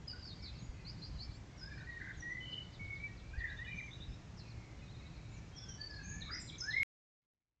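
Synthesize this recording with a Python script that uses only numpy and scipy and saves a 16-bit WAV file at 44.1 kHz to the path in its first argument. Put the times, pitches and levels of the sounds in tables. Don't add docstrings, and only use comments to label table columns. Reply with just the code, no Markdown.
import sys
import numpy as np
from scipy import signal
from scipy.fft import rfft, irfft
from scipy.io import wavfile

SR = 44100
rng = np.random.default_rng(int(sys.argv[2]) if len(sys.argv) > 2 else 0)


def unload_wav(signal):
    wavfile.write(
        sys.argv[1],
        SR,
        np.round(np.clip(np.atleast_2d(signal).T, -1, 1) * 32767).astype(np.int16),
    )


N = 335160
TIME = np.arange(N) / SR

# (time [s], level [dB],
# length [s], start pitch [Hz], middle pitch [Hz], end pitch [Hz], swell [dB], warble depth [Hz])
BLACKBIRD_NOTES = [ (1.61, -59, .125, 1486, 1636, 1696, 2.5, 36.5),
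                   (1.745, -58.5, 0.093, 1693, 1698, 1643, 7, 187),
                   (1.868, -54, 0.13, 1900, 1890, 1860, 6.5, 11),
                   (2.0, -52.5, 0.12, 1720, 1817, 1773, -3.5, 269),
                   (2.218, -50.5, 0.12, 1902, 1905, 1937, 2.5, 2),
                   (2.302, -48, 0.073, 1950, 2000, 1964, -3, 19),
                   (2.37, -53, 0.083, 2020, 2014, 2033, 1, -1),
                   (2.403, -54, 0.06, 3010, 3005, 3040, 9, 8.5),
                   (2.465, -49, .14, 2963, 2994, 2967, 1.5, 47), (2.6, -55, 0.024, 3060, 2980, 2760, -5, 3),
                   (2.792, -53.5, 0.19, 2228, 2221, 2203, 1, -4.5),
                   (2.993, -49.5, 0.074, 2265, 2290, 2305, 7, -2),
                   (3.333, -56.5, 0.043, 1580, 1642, 1880, -9, -1),
                   (3.375, -51.5, 0.076, 1870, 1904, 1906, -2, 83),
                   (3.44, -53, 0.12, 1894, 1796, 1780, -14, 167),
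                   (3.582, -51.5, 0.07, 1807, 1914, 2106, 0.5, -2.5),
                   (3.657, -59, .063, 1655, 1940, 2050, -4, -0.5),
                   (3.665, -54.5, .118, 2440, 2394, 2340, -1, 50),
                   (3.779, -48.5, .032, 2400, 2315, 1890, -4.5, 22.5),
                   (3.81, -55, 0.091, 2322, 2367, 2083, -5, 29), (5.6, -74, 0.13, 1480, 1540, 1584, 11, -2),
                   (5.778, -62.5, .09, 1720, 1735, 1784, 2, 4),
                   (5.89, -60.5, 0.26, 1730, 1655, 1696, 1.5, 24),
                   (6.133, -63, 0.1, 1757, 1733, 1820, 0, -3.5),
                   (6.265, -63, 0.046, 1180, 1230, 1400, 6, 79.5),
                   (6.295, -53, 0.093, 1580, 1710, 1780, -2.5, 370),
                   (6.618, -50.5, .1, 1377, 1635, 1850, 12.5, 1),
                   (6.727, -38, .035, 1960, 2030, 2135, -3, 0.5),
                   (6.76, -36, 0.092, 2143, 2145, 2150, 7.5, 16.5)]
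ROBIN_NOTES = [ (5.55, -57.5, 0.042, 5800, 5620, 5170, 19.5, 179),
               (5.655, -72, 0.051, 6400, 6250, 6500, 1, 219.5),
               (5.684, -53.5, 0.039, 5700, 5730, 5870, -2.5, 231.5),
               (5.765, -62, 0.059, 4680, 4600, 4630, 12, 0),
               (5.811, -45.5, 0.019, 4510, 4574, 4560, -5.5, -2.5),
               (5.901, -47.5, 0.013, 5500, 5090, 4530, 7, -0.5), (5.93, -62.5, .06, 4200, 4316, 4314, 0, 0),
               (6.027, -58.5, 0.025, 6320, 6350, 6400, 8, 99),
               (6.054, -49.5, 0.025, 6500, 6530, 6600, -2.5, 189.5),
               (6.076, -56.5, .053, 6620, 6690, 6650, 2.5, 90),
               (6.139, -52, 0.024, 6370, 6500, 6400, -3.5, 350.5),
               (6.308, -46, 0.037, 4670, 4940, 5120, 4.5, 0.5),
               (6.334, -53.5, 0.044, 5290, 5450, 5600, -6.5, 381.5),
               (6.395, -59.5, 0.034, 7480, 7340, 7300, 2.5, 281),
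               (6.395, -71.5, 0.028, 8300, 8600, 8240, -1, 151.5),
               (6.581, -51, .031, 6400, 5960, 5760, 5, 650.5),
               (6.608, -43, 0.036, 5200, 5190, 5110, -4.5, 45)]
TWITTER_NOTES = [(1.7, -80.5, .53, 4210, 3886, 3894, -1.5, 258),
                 (4.78, -79.5, .62, 3706, 4050, 3860, -11, 213)]
# (time [s], level [dB], length [s], start pitch [Hz], middle pitch [Hz], end pitch [Hz], swell [dB])
SINKING_WHISTLES = [(.074, -55.5, .066, 5010, 4730, 4690, -1), (.205, -62.5, 0.057, 4850, 4780, 4740, 10),
                    (1.573, -62.5, .03, 5730, 5490, 5260, 12), (1.601, -59, .07, 5310, 5060, 5095, -1)]
NEIGHBOUR_WHISTLES = [ (.08, -68, 0.039, 3050, 2900, 2840, -3), (.132, -57.5, 0.016, 1540, 1460, 1530, -8),
                      (.17, -69, 0.039, 1590, 1585, 1560, 3), (.59, -71.5, 0.072, 6480, 6790, 6820, -6),
                      (1.22, -74, 0.17, 2310, 2330, 2360, -5), (1.318, -75.5, 0.066, 7200, 7350, 7740, 3),
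                      (2.165, -69, 0.051, 6950, 6250, 5570, 18), (2.245, -74, 0.073, 5980, 5970, 5950, 9),
                      (2.96, -70, .165, 1900, 1920, 1860, 3), (3.645, -57.5, 0.018, 3050, 2930, 2980, 5),
                      (3.719, -47.5, 0.008, 3080, 2930, 2900, -7.5),
                      (3.75, -72, 0.16, 6120, 6300, 6040, -8), (3.89, -79.5, 0.083, 6310, 6150, 5820, -2),
                      (4.08, -73.5, 0.077, 4980, 5260, 5180, -1), (4.43, -77, 0.051, 2250, 2235, 2230, 8),
                      (4.6, -78.5, 0.24, 2050, 2055, 2023, -0.5), (4.785, -72.5, .03, 2900, 2940, 2980, 5),
                      (4.82, -73, 0.053, 2500, 2530, 2520, -7), (5.035, -69.5, 0.043, 2240, 2190, 2230, -4),
                      (5.295, -73.5, 0.096, 6800, 7020, 5270, 8.5),
                      (5.28, -74.5, .11, 2420, 2270, 2400, 6.5), (5.405, -69, 0.019, 1790, 1757, 1783, 1.5),
                      (5.52, -66.5, 0.087, 3170, 3280, 3570, 7), (5.62, -67.5, 0.15, 3480, 3170, 2990, -3),
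                      (6.52, -60.5, 0.03, 2310, 2330, 2320, 4.5)]
# (time [s], level [dB], length [s], start pitch [Hz], end pitch [Hz])
SLUR_NOTES = [(.247, -57, 0.074, 5610, 3593), (.412, -54.5, 0.076, 5740, 3380),
              (.848, -53.5, .064, 3950, 5680), (1.017, -52, 0.055, 3960, 5700),
              (1.185, -52.5, .057, 3886, 5560)]
TICK_NOTES = [(2.512, -64.5, 0.027, 5230, 3260), (2.726, -65.5, 0.033, 5190, 3280),
              (2.945, -69, 0.038, 5210, 3250), (3.163, -70, 0.041, 5100, 3250),
              (3.377, -66, 0.033, 5210, 3200), (4.37, -60.5, 0.042, 5900, 3850)]
# (length [s], start pitch [Hz], middle pitch [Hz], end pitch [Hz], swell [dB], warble depth [Hz])
BUZZ_SHAPE = (0.03, 4280, 3860, 3520, -3, 300)
# (length [s], start pitch [Hz], middle pitch [Hz], end pitch [Hz], swell [dB])
CHIP_SHAPE = (.037, 3400, 3680, 3880, 9)
# (time [s], level [dB])
BUZZ_CUES = [(6.208, -50.5), (6.474, -52), (6.704, -48.5)]
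CHIP_CUES = [(3.47, -58.5), (3.557, -62.5), (3.647, -59), (3.767, -76.5), (3.905, -58.5), (3.995, -57)]
# (delay [s], level [dB])
BLACKBIRD_SLAPS = [(.011, -10), (.031, -23), (.079, -14.5)]
ROBIN_SLAPS = [(.057, -6.5)]
SLUR_SLAPS = [(.009, -17.5), (.018, -10), (.114, -12.5), (.146, -11.5)]
NEIGHBOUR_SLAPS = [(.017, -11.5), (0.117, -9.5)]
TICK_SLAPS = [(0.016, -7.5), (0.028, -8), (.115, -5)]
# (frequency [Hz], gain [dB])
CHORUS_EQ = [(1300, -10.5), (1650, -14), (2000, -8), (2300, 5.5), (2750, -9), (3700, -6), (4900, -10),
             (7000, -24)]
RUMBLE_EQ = [(11, -43), (18, -14), (49, 0), (108, -2.5), (162, -5), (200, -10.5), (265, -15.5), (299, -16),
             (426, -22), (1200, -34.5), (1560, -58), (2640, -120)]
HISS_EQ = [(300, -18), (700, 1), (1200, 0), (2000, -1), (3000, -6), (4500, -7.5), (6000, -8), (7200, -10.5),
           (8000, -19.5), (8600, -26.5), (9000, -45)]
# (peak time [s], width [s], change below 85 Hz [dB], change at 85-250 Hz [dB])
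GUSTS = [(.53, 0.06, 5, -1), (.62, .06, -3, 8), (.7, 0.028, 12, -2), (1.0, 0.092, 6.5, 7),
         (1.15, 0.1, 10, 4.5), (1.29, 0.038, 13, 4.5), (1.78, .08, 4.5, 4), (2.19, 0.027, 11, 3),
         (2.811, 0.045, 5, 5), (3.42, 0.31, 10.5, -4), (3.76, 0.041, 11.5, 10.5), (4.0, .06, 10.5, 2.5),
         (4.1, 0.048, 14, 4), (4.56, 0.039, 14, -1), (5.0, 0.21, 1.5, 2.5), (5.68, .04, 4, 5),
         (6.12, 0.16, 1.5, 7), (6.239, 0.026, 13, -1.5)]
# (frequency [Hz], level [dB])
MACHINE_TONES = [(62, -62), (113, -60.5), (308, -75), (570, -80.5)]
# (time [s], gain [dB])
CHANNEL_GAIN = [(0, 0), (6.832, 0), (6.83215, -90), (7.21, -90), (7.22, -44), (7.26, -44), (7.27, -90),
                (7.325, -90), (7.335, -46), (7.6, -42)]


def blackbird():
    notes = arched(BLACKBIRD_NOTES, attack_s=.005, release_s=.0027, warble_grows_s=.015)
    song = syrinx(notes, waver=.004, flutter_db=4.5, warble_hz=56.4, warble_jitter=.2)
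    return garden(song, BLACKBIRD_SLAPS, shrubs_db=-6.5, shrubs_s=.045, tail_db=-19, tail_t60=1.3)


def robin():
    notes = arched(ROBIN_NOTES, attack_s=.0085, release_s=.003, warble_grows_s=.013)
    buzzes = arched(repeated(BUZZ_SHAPE, BUZZ_CUES), attack_s=.013, release_s=.003, warble_grows_s=.02)
    song = syrinx(notes + buzzes, waver=.0051, flutter_db=4.5, warble_hz=177, warble_jitter=.3)
    return garden(song, ROBIN_SLAPS, shrubs_db=-3, shrubs_s=.08, tail_db=-9, tail_t60=.71)


def slurring_bird():
    whistles = arched(SINKING_WHISTLES, attack_s=.007, release_s=.0045)
    slurs = slurred(SLUR_NOTES, throat_hz=4290, throat_octaves=.33, edge_s=.006)
    song = syrinx(whistles + slurs, waver=.022, flutter_db=3.5)
    return garden(song, SLUR_SLAPS, shrubs_db=2, shrubs_s=.031, tail_db=-8, tail_t60=.39)


def neighbours():
    whistle_notes = arched(NEIGHBOUR_WHISTLES, attack_s=.0027, release_s=.008)
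    chip_notes = arched(repeated(CHIP_SHAPE, CHIP_CUES), attack_s=.006, release_s=.004)
    tick_notes = slurred(TICK_NOTES, throat_hz=3750, throat_octaves=.84, edge_s=.0022)
    twitter_notes = arched(TWITTER_NOTES, attack_s=.065, release_s=.06)
    whistles = syrinx(whistle_notes, waver=.0046, flutter_db=4)
    chips = syrinx(chip_notes, waver=.016, flutter_db=7.5)
    ticks = syrinx(tick_notes, waver=.025, flutter_db=.5)
    twitter = syrinx(twitter_notes, waver=.02, flutter_db=6.5, warble_hz=16, warble_jitter=.25)
    return (garden(whistles, NEIGHBOUR_SLAPS, shrubs_db=-2.5, shrubs_s=.053, tail_db=-13.5, tail_t60=.83)
            + garden(chips, NEIGHBOUR_SLAPS, shrubs_db=-1.5, shrubs_s=.037, tail_db=-10.5, tail_t60=1)
            + garden(ticks, TICK_SLAPS, shrubs_db=0, shrubs_s=.016, tail_db=-3, tail_t60=1.9)
            + garden(twitter, NEIGHBOUR_SLAPS, shrubs_db=4, shrubs_s=.016, tail_db=1, tail_t60=1.8))


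def syrinx(notes, waver, flutter_db, warble_hz=0, warble_jitter=.08):
    unsteady = 1 + waver * drift(250)
    tremble = from_db(flutter_db * drift(120))
    warble = np.sin(2 * np.pi * warble_hz * np.cumsum(1 + warble_jitter * drift(60)) / SR)
    edge = SR // 400
    for note in notes:
        times, hz, db, *depth = np.transpose(note)
        times = np.sort(times)
        span = slice(max(int(times[0] * SR) - edge // 2, 0), min(int(times[-1] * SR) + edge, N))
        t = TIME[span]
        pitch = np.interp(t, times, hz) * unsteady[span]
        if depth:
            pitch += np.interp(t, times, depth[0]) * warble[span]
        step = np.arange(len(t))
        from_edge = np.minimum(step, step[::-1])
        fade = np.sin(np.pi / 2 * np.minimum(from_edge / edge, 1)) ** 2
        envelope = np.sqrt(2) * fade * from_db(np.interp(t, times, db)) * tremble[span]
        yield span.start, envelope * np.sin(2 * np.pi * np.cumsum(pitch) / SR)


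def arched(rows, attack_s, release_s, warble_grows_s=.01, points=40):
    progress, notes = np.linspace(0, 1, points), []
    arch = 1 - (2 * progress - 1) ** 2
    for start, db, length, first, middle, last, swell, *depth in rows:
        t = progress * length
        hz = first + (last - first) * progress + (middle - (first + last) / 2) * arch
        level_db = db + swell * (progress - .5) + edges_db(t, attack_s, release_s)
        warble = [d * np.minimum(t / warble_grows_s, 1) for d in depth]
        notes.append(np.transpose([start + t, hz, level_db, *warble]))
    return notes


def slurred(rows, throat_hz, throat_octaves, edge_s, points=24):
    notes = []
    for start, db, length, first, last in rows:
        t, hz = np.linspace(0, length, points), np.geomspace(first, last, points)
        off_resonance = np.log2(hz / throat_hz) / throat_octaves
        level_db = db - 10 * off_resonance ** 2 + edges_db(t, edge_s, edge_s)
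        notes.append(np.transpose([start + t, hz, level_db]))
    return notes


def repeated(shape, cues):
    return [(*cue, *shape) for cue in cues]


def edges_db(t, attack_s, release_s, fade_db=10):
    return -fade_db * (np.maximum(1 - t / attack_s, 0) + np.maximum(1 - (t[-1] - t) / release_s, 0))


def garden(song, slaps, shrubs_db, shrubs_s, tail_db, tail_t60, paths=2000):
    out, longest = np.zeros(N + 2 * SR), SR * 2 // 3
    for start, wave in song:
        lag = (longest * rng.random(paths) ** 2).astype(int)
        t = lag / SR
        weight = (lag + 1) ** (1 / 4)
        shrubs = weight * np.minimum(t / .011, 1) * np.exp(-(t / shrubs_s) ** 2)
        tail = weight * np.minimum(t / .06, 1) * from_db(-60 * t / tail_t60)
        scatter = np.hypot(from_db(shrubs_db) * rms_one(shrubs), from_db(tail_db) * rms_one(tail))
        response = np.bincount(lag, scatter / np.sqrt(paths) * rng.standard_normal(paths), longest)
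        for delay, db in [(.00058, 0), *slaps]:
            response[int(delay * SR)] += from_db(db)
        heard = signal.fftconvolve(wave, response)
        makeup = np.linalg.norm(wave) * np.linalg.norm(response) / np.linalg.norm(heard)
        out[start:start + len(heard)] += makeup * heard
    return out[:N]


def far_chorus(dry_db, spread_db, count):
    notes = []
    for when, register, length, glide, loudness in rng.random((count, 5)):
        start, hz = when * TIME[-1], 1400 * 5 ** register
        db = dry_db + 20 * np.log10(eq_gain(CHORUS_EQ, hz)) + spread_db * (loudness - .5)
        length_s, bend = .05 + .13 * length, .25 * (glide - .5)
        notes.append([(start, hz * (1 - bend), db), (start + length_s, hz * (1 + bend), db)])
    song = syrinx(notes, waver=.02, flutter_db=4)
    return garden(song, [], shrubs_db=10, shrubs_s=.047, tail_db=9.5, tail_t60=1.5)


def gusts_and_traffic_hum(gust_db, hum_db, upper_gain_db):
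    gust_ride_db = gust_db + 2.5 * drift(13)
    hum_ride_db = hum_db + .7 * drift(9)
    for peak, width, gust_change, hum_change in GUSTS:
        bell = .5 ** ((2 * (TIME - peak) / width) ** 2)
        gust_ride_db += gust_change * bell
        hum_ride_db += hum_change * bell
    rumble = noise(RUMBLE_EQ)
    sub = signal.sosfiltfilt(signal.butter(4, 85, fs=SR, output="sos"), rumble)
    lows = signal.sosfiltfilt(signal.butter(4, 250, fs=SR, output="sos"), rumble)
    gusts = from_db(gust_ride_db) * rms_one(sub)
    hum = from_db(hum_ride_db) * rms_one(lows - sub)
    return gusts + hum + from_db(upper_gain_db) * (rumble - lows)


def machinery(waver_db):
    return sum(from_db(db + waver_db * drift(2.9)) * np.sin(2 * np.pi * hz * TIME + drift(5.5))
               for hz, db in MACHINE_TONES)


def microphone_hiss(level_db):
    return from_db(level_db) * noise(HISS_EQ)


def noise(eq):
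    hz = np.arange(N // 2 + 1) * SR / N
    return rms_one(irfft(rfft(rng.standard_normal(N)) * eq_gain(eq, hz), N))


def eq_gain(eq, hz):
    freq, db = np.transpose(eq)
    return from_db(np.interp(np.log(np.maximum(hz, 1)), np.log(freq), db))


def drift(rate_hz):
    knots = rng.standard_normal(8192)
    return np.interp(TIME * rate_hz, np.arange(len(knots)), knots)


def from_db(db):
    return 10 ** (np.asarray(db) / 20)


def rms_one(x):
    return x / np.sqrt(np.mean(x ** 2) + 1e-20)


def scene():
    birds = blackbird() + robin() + slurring_bird() + neighbours()
    chorus = far_chorus(dry_db=-84, spread_db=9, count=190)
    low_end = gusts_and_traffic_hum(gust_db=-58, hum_db=-56.5, upper_gain_db=-51)
    bed = low_end + machinery(waver_db=5) + microphone_hiss(level_db=-65.5)
    return (birds + chorus + bed)[None]


def record(dry):
    narrow = signal.sosfilt(signal.cheby2(14, 60, 9507, fs=SR, output="sos"), dry)
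    converter_noise = from_db(-97) * rng.standard_normal(N)
    gain_db = np.interp(TIME, *np.transpose(CHANNEL_GAIN))
    gated = (narrow + converter_noise) * from_db(gain_db)
    return signal.sosfilt(signal.cheby2(12, 60, 16500, fs=SR, output="sos"), gated)


dry = scene()
out = record(dry)
unload_wav(out)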